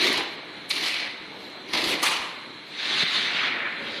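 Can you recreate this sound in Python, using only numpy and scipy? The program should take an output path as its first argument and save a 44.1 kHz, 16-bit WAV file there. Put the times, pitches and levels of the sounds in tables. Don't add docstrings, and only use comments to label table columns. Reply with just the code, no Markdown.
import sys
import numpy as np
from scipy import signal
from scipy.fft import rfft, irfft
from scipy.io import wavfile
from scipy.ndimage import uniform_filter1d, map_coordinates

SR = 44100
rng = np.random.default_rng(int(sys.argv[2]) if len(sys.argv) > 2 else 0)


def unload_wav(signal):
    wavfile.write(
        sys.argv[1],
        SR,
        np.round(np.clip(np.atleast_2d(signal).T, -1, 1) * 32767).astype(np.int16),
    )


def voltage_ratio(decibels):
    exponent = np.asarray(decibels, float) / 20
    return 10 ** exponent


N = 176400
T = np.arange(N) / SR

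# frequency in Hz, density in dB per Hz.
HUM_SPECTRUM = [(15, -58), (25, -28), (90, -19.5), (134, -6.5), (236, -6.5), (381, -6.5), (838, -13),
                (897, -10.5), (1500, -22), (1950, -35), (3300, -120)]
HISS_SPECTRUM = [(710, -51), (1200, -5.5), (2240, -0.5), (2600, -5.5), (4190, 0), (4800, -20),
                 (11100, -28.5), (13100, -29), (14500, -72)]
HUM_DB, HISS_DB = -44.5, -42
# centre in Hz, width in Hz, level in dB.
STEADY_MOTORS = [(4090, 18, -56), (4040, 31, -59), (306, 21, -55), (906, 30, -62.5), (360, 19, -61.5),
                 (1690, 60, -59), (2150, 30, -58)]
# centre in Hz, width in Hz, level in dB.
LATE_MOTOR = [(560, 80, -44), (273, 200, -42.5), (420, 180, -48)]
LATE_START_S = 3.75
# centre in seconds, level in dB, half length in seconds.
PUFFS = [
    (1.433, -47.5, 0.096),
    (2.686, -48.5, 0.025),
]
# frequency in Hz, density in dB per Hz.
PUFF_SPECTRUM = [(1500, -13), (4000, 9), (6000, -8), (9000, -17), (13000, -5)]

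# frequency in Hz, decay time t60 in seconds.
HALL_T60 = [(200, 0.56), (1000, 1.48), (4000, 0.83), (10000, 0.19)]
HALL_DB = -11

# start in seconds, peak in
# dB, pitch in Hz, t60 in seconds.
KNOCKS = [(0.171, -35, 57, .1), (1.2, -40, 40, .07), (1.735, -31, 57, 0.055), (1.869, -27, 45, 0.08),
          (2.2, -27, 40, 0.033), (2.031, -16.5, 1200, 0.042), (2.503, -29.5, 286, 0.036),
          (3.029, -19.5, 400, 0.031), (3.027, -25, 600, .025), (.14, -20.5, 1000, 0.048),
          (.18, -23, 1000, 0.045), (3.5, -30, 260, 0.067), (3.034, -21, 214, 0.027),
          (3.032, -28, 140, 0.04)]

# time in seconds, level in dB, slowness from 0 fast to 1 slow.
SWEEP_STROKES = [
    [(2.68, -68, 0.43), (2.704, -42, 0.17), (2.738, -38.5, 0.06), (2.844, -25.5, 0.18), (3.036, -20, 0.11),
     (3.042, -27, 0.22), (3.16, -23, 0.16), (3.3, -26, 0.31)],
    [(3.3, -37, 0.4), (3.38, -24.5, 0.38), (3.478, -23, 0.51), (3.52, -28.5, 0.62), (3.642, -30.5, 1),
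     (3.656, -26, 1), (3.756, -37, 0.62), (3.98, -32.5, 0.17), (4.0, -36, 0.52)],
]
# frequency in Hz, density in dB per Hz.
FAST_SWISH = [(76, -43), (130, -14), (296, -13.5), (464, -21.5), (1300, -10.5), (2100, -4), (2850, -5),
              (3800, 3), (4300, -0.5), (5260, -15), (10200, -30), (14000, -40)]
SLOW_SWISH = [(130, -27), (221, -8.5), (868, -11.5), (1450, -4), (1860, 1), (2500, -5.5), (3500, -16),
              (5200, -36), (14000, -83)]

# time in seconds, level in dB, brightness in dB per octave.
CRACK = [
    (2.015, -34, -4.5),
    (2.029, -22, -6),
    (2.033, -20.5, 4),
    (2.05, -23, -1.5),
    (2.07, -16.5, -2.5),
    (2.105, -26, 0),
    (2.125, -23.5, -2.5),
    (2.3, -40.5, -4.5),
    (2.5, -68, 5),
]
# frequency in Hz, density in dB per Hz.
RATTLE_SPECTRUM = [(120, -40), (200, -15.5), (650, -16), (1000, -4), (1240, -11), (1600, -7), (2400, -1.5),
                   (4200, -2.5), (5200, -11.5), (10000, -15), (15000, -24)]
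LOAD_SPECTRUM = [(650, -19), (900, -3), (1020, -2.5), (1130, -7), (1240, 2), (1450, -17)]
LOAD_START_S, LOAD_DB, LOAD_T60_S = 2.028, -26, 0.62

# centre in seconds, level in dB, half length in seconds.
FIZZ = [
    (0.08, -41, .03),
    (.131, -37, .003),
    (0.698, -34.5, .005),
    (0.873, -44, .035),
    (1.9, -41, 0.053),
    (2.058, -43, 0.044),
    (3.15, -54.5, .2),
    (3.88, -60, .1),
]
# frequency in Hz, density in dB per Hz.
FIZZ_SPECTRUM = [(6000, -12), (7500, -1), (10000, -4), (12500, -5), (15000, -17)]

# time in seconds, peak in dB, brightness in dB per octave, t60 in seconds.
SNAPS = [(.012, -14, -1, .05), (.042, -18, 1, .05), (.104, -20, -5, .05), (.071, -12, 5, 0.082),
         (.130, -15.5, 14, 0.031), (.1755, -9, 1.5, 0.04), (.196, -24, 7, 0.045), (.229, -31.5, 16, 0.034),
         (.705, -14.5, 8, 0.04), (.711, -10.5, 2, 0.035), (.83, -18.5, -2, 0.067), (.838, -15, -1, 0.055),
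         (.862, -14, -0.5, 0.094), (0.883, -16, 1, 0.044), (0.764, -19, -5, .06), (.943, -16.5, -1, 0.054),
         (1.0, -20, -3, .05), (1.05, -24, -5, 0.044), (1.736, -10, -3, 0.042), (1.752, -13.5, -4, 0.062),
         (1.775, -13, 0, 0.082), (1.841, -10, 2.5, 0.05), (1.893, -16, 2, 0.06), (1.93, -24, 0, 0.034),
         (2.031, -7.5, 11, 0.062), (2.095, -15, 2, 0.044), (2.139, -14, -2, .04), (2.167, -10, -3, 0.035),
         (2.792, -26, -3, 0.043), (3.001, -18, -2, .04), (3.021, -13, -3, .05), (3.127, -18, -4, .06)]
# frequency in Hz, density in dB per Hz.
SNAP_SPECTRUM = [(180, -55), (300, -34), (1170, 2.5), (2040, -8.5), (2520, 5), (4180, 7.5), (8190, -16),
                 (10100, -16.5), (15000, -27)]

# time in seconds, peel level in dB, brightness in dB per octave, pull on the frame in dB.
PULLS = [
    [(0.0, -22, 0.5, -19), (0.014, -21, 1, -17), (.05, -19.5, 2.5, -13.5), (.09, -22, 0, -12.5),
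     (.15, -25.5, 1.5, -11), (0.2, -26, -0.5, -8), (.245, -34.5, -4.5, -12), (0.356, -59, 17, -25),
     (0.37, -73, 0, -5)],
    [(0.69, -57, 35, 0), (0.704, -28.5, 2, -31), (0.714, -19, 3.5, -20), (0.722, -27.5, 6, 5.5),
     (0.82, -29, 4.5, 9), (0.832, -25.5, 4.5, 10), (1.052, -30, -1, -21), (1.2, -54, 1, 4)],
    [(1.69, -41.5, 5, 4), (1.728, -35.5, 2, 2), (1.736, -22.5, 4, -1.5), (1.766, -25.5, 1, -1),
     (1.85, -26, 5, -1), (1.928, -24.5, 4.5, 2.5), (1.988, -35.5, -3.5, 6.5), (2.022, -41, 5, -8),
     (2.03, -25.5, -9, -4)],
]
# frequency in Hz, density in dB per Hz.
PEEL_SPECTRUM = [(500, -10.5), (1430, -9.5), (2000, 2.5), (2640, -2), (4300, -3), (5200, -14),
                 (7680, -27.5), (11100, -29), (15000, -39)]
FRAME_SPECTRUM = [(150, -16.5), (250, -7.5), (312, 11.5), (400, -6.5), (600, -7), (1100, -8)]
FRAME_DB = [4.5, -19, -5]
SLIPS_PER_S, SLIP_SCATTER_DB, SLIP_SHARE = 1100, 3, .55

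# centre in Hz, width in Hz, lift in dB.
MIC_RESONANCES = [(2280, 95, 3.5), (4113, 115, 2.5), (6120, 360, 3), (9870, 1340, 4.5)]
MIC_LOW_HZ = 74.6
CEILING = .42
# frequency in Hz, threshold in standard deviations.
DROPOUT = [(4300, -2.4), (5700, -.9), (7000, -.25), (10000, -.1), (12300, .25), (13150, .8), (13500, 2.6),
           (14300, 3), (15100, 4.2), (15250, 20)]
# frequency in Hz, standard deviations per dB.
LOUD_KEEPS = [(12900, .03), (13500, .16)]


def unit(x):
    return x / np.sqrt(np.mean(x ** 2) + 1e-20)


def along(points, hz):
    f, v = np.transpose(points)
    return np.interp(np.log(hz + 1), np.log(f + 1), v)


def closed(points, hz):
    below = np.maximum(points[0][0] / (hz + 1), 1)
    above = np.maximum(hz / points[-1][0], 1)
    return along(points, hz) - 24 * np.log2(below * above)


def wobble(rate):
    knots = rng.standard_normal(int(N * rate / SR) + 4)
    return map_coordinates(knots, [np.arange(N) * rate / SR])


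def texture(spectrum, patchy_db, tilt=None, share=0.0, other=None, mix=None):
    slip_signs = (rng.random(N) < SLIPS_PER_S / SR) * rng.choice([-1, 1], N)
    slips = slip_signs * voltage_ratio(SLIP_SCATTER_DB * rng.standard_normal(N))
    share = np.clip(share, 0, 1)
    source = np.sqrt(1 - share) * rng.standard_normal(N) + np.sqrt(share) * unit(slips)
    hz, t, z = signal.stft(source, SR, nperseg=512)
    patches = uniform_filter1d(rng.standard_normal(z.shape), size=5, axis=0)
    patches = uniform_filter1d(patches, size=6, axis=1)
    level_db = closed(spectrum, hz)[:, None] + np.zeros(z.shape)
    if tilt is not None:
        level_db += np.log2((hz[:, None] + 200) / 3000) * np.interp(t, T, tilt)
    if other is not None:
        blend = np.interp(t, T, np.clip(mix, 0, 1))
        level_db += (closed(other, hz)[:, None] - level_db) * blend
    gain = voltage_ratio(level_db)
    gain = gain / np.sqrt(np.mean(gain ** 2, axis=0))
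    z = z * gain * voltage_ratio(patchy_db * unit(patches))
    return unit(signal.istft(z, SR, nperseg=512)[1][:N])


def controls(rows, fade_db_per_s=400):
    s, db, *cols = np.transpose(rows)
    away = np.maximum(s[0] - T, 0) + np.maximum(T - s[-1], 0)
    gain = voltage_ratio(np.interp(T, s, db) - fade_db_per_s * away)
    return [gain] + [np.interp(T, s, c) for c in cols]


def swells(rows):
    return sum(voltage_ratio(db) * np.exp(-((T - s) / half) ** 2) for s, db, half in rows)


def band(hz, width, db):
    f = np.fft.rfftfreq(N, 1 / SR)
    spectrum = rfft(rng.standard_normal(N)) / (1 + (2 * (f - hz) / width) ** 2)
    return voltage_ratio(db) * unit(irfft(spectrum, N))


def factory():
    motors = sum(band(*row) for row in STEADY_MOTORS)
    late_motor = sum(band(*row) for row in LATE_MOTOR) * np.clip(20 * (T - LATE_START_S), 0, 1)
    hum = voltage_ratio(HUM_DB + wobble(3)) * texture(HUM_SPECTRUM, patchy_db=1.5)
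    hiss = voltage_ratio(HISS_DB + 0.88 * wobble(10)) * texture(HISS_SPECTRUM, patchy_db=0.4)
    puffs = swells(PUFFS) * texture(PUFF_SPECTRUM, patchy_db=-1.0)
    return hum + hiss + motors + late_motor + puffs


def hall(x):
    hz, t, z = signal.stft(rng.standard_normal(SR), SR, nperseg=256)
    decay = voltage_ratio(-60 * t / along(HALL_T60, hz)[:, None])
    tail = signal.istft(z * decay, SR, nperseg=256)[1]
    delayed = np.pad(x, (700, 0))
    return signal.fftconvolve(delayed, tail / np.linalg.norm(tail))[:N]


def knocks():
    out = np.zeros(N)
    for s, db, hz, t60 in KNOCKS:
        u = np.maximum(T - s, 0)
        attack = 1 - np.exp(-u / 0.0012)
        out += voltage_ratio(db - 60 * u / t60) * np.sin(2 * np.pi * hz * u) * attack
    return out


def sweep():
    gain, slowness = controls(SWEEP_STROKES[0] + SWEEP_STROKES[1][1:])
    swish = texture(FAST_SWISH, patchy_db=2.0, share=0.21, other=SLOW_SWISH, mix=slowness)
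    return gain * voltage_ratio(0.59 * wobble(24.64)) * swish


def crack():
    gain, tilt = controls(CRACK, fade_db_per_s=301)
    u = np.maximum(T - LOAD_START_S, 0)
    ring = voltage_ratio(LOAD_DB - 60 * u / LOAD_T60_S) * (1 - np.exp(-u / 0.0017))
    load = ring * texture(LOAD_SPECTRUM, patchy_db=2.5)
    rattle = texture(RATTLE_SPECTRUM, patchy_db=0.5, tilt=tilt, share=0.18)
    return load + gain * voltage_ratio(1.6 * wobble(50)) * rattle


def fizz():
    return swells(FIZZ) * texture(FIZZ_SPECTRUM, patchy_db=1.0, share=0.36)


def snaps():
    gain = np.zeros(N)
    tilt = np.interp(T, *np.transpose(sorted(SNAPS))[[0, 2]])
    for s, db, _, t60 in SNAPS:
        u = np.maximum(T - s + 0.0023, 0)
        attack = 1 - np.exp(-u / 0.0016)
        gain += voltage_ratio(db - 7 - 60 * u / max(t60, .005)) * attack
    return gain * texture(SNAP_SPECTRUM, patchy_db=2.0, tilt=tilt, share=0.1)


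def pulls():
    out = np.zeros(N)
    for rows, frame_db in zip(PULLS, FRAME_DB):
        gain, tilt, pull_db = controls(rows)
        peel = voltage_ratio(0.5 * wobble(40)) * texture(PEEL_SPECTRUM, patchy_db=1.8, tilt=tilt, share=SLIP_SHARE)
        frame = voltage_ratio(frame_db + pull_db) * texture(FRAME_SPECTRUM, patchy_db=2.5)
        out += gain * (peel + frame)
    return out


def scene():
    near = pulls() + fizz() + snaps() + crack() + sweep() + knocks()
    return (near + voltage_ratio(HALL_DB) * hall(near) + factory())[None]


def microphone(x):
    hz = np.fft.rfftfreq(N, 1 / SR)
    lift_db = sum(db / (1 + (2 * (hz - c) / w) ** 2) for c, w, db in MIC_RESONANCES)
    bass_cut = hz ** 2 / (hz ** 2 + MIC_LOW_HZ ** 2)
    x = irfft(rfft(x) * bass_cut * voltage_ratio(lift_db - 1.5), N)
    return CEILING * np.tanh(x / CEILING)


def dropouts(x):
    hz, t, z = signal.stft(x, SR, nperseg=1536, noverlap=1152)
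    field = uniform_filter1d(rng.standard_normal(z.shape[1:]), size=3, axis=0)
    field = uniform_filter1d(field, size=8, axis=1)
    treble_db = 10 * np.log10(np.mean(abs(z[0, hz > 5000]) ** 2, axis=0) + 1e-20)
    loudness = along(LOUD_KEEPS, hz)[:, None] * (treble_db - treble_db.mean())
    keep = unit(field) + loudness > along(DROPOUT, hz)[:, None]
    return signal.istft(z * keep, SR, nperseg=1536, noverlap=1152)[1][:, :N]


def roll_off(x):
    return signal.sosfilt(signal.butter(12, 15260, fs=SR, output="sos"), x)


def record(dry):
    return roll_off(dropouts(microphone(dry)))


dry = scene()
out = record(dry)
unload_wav(out)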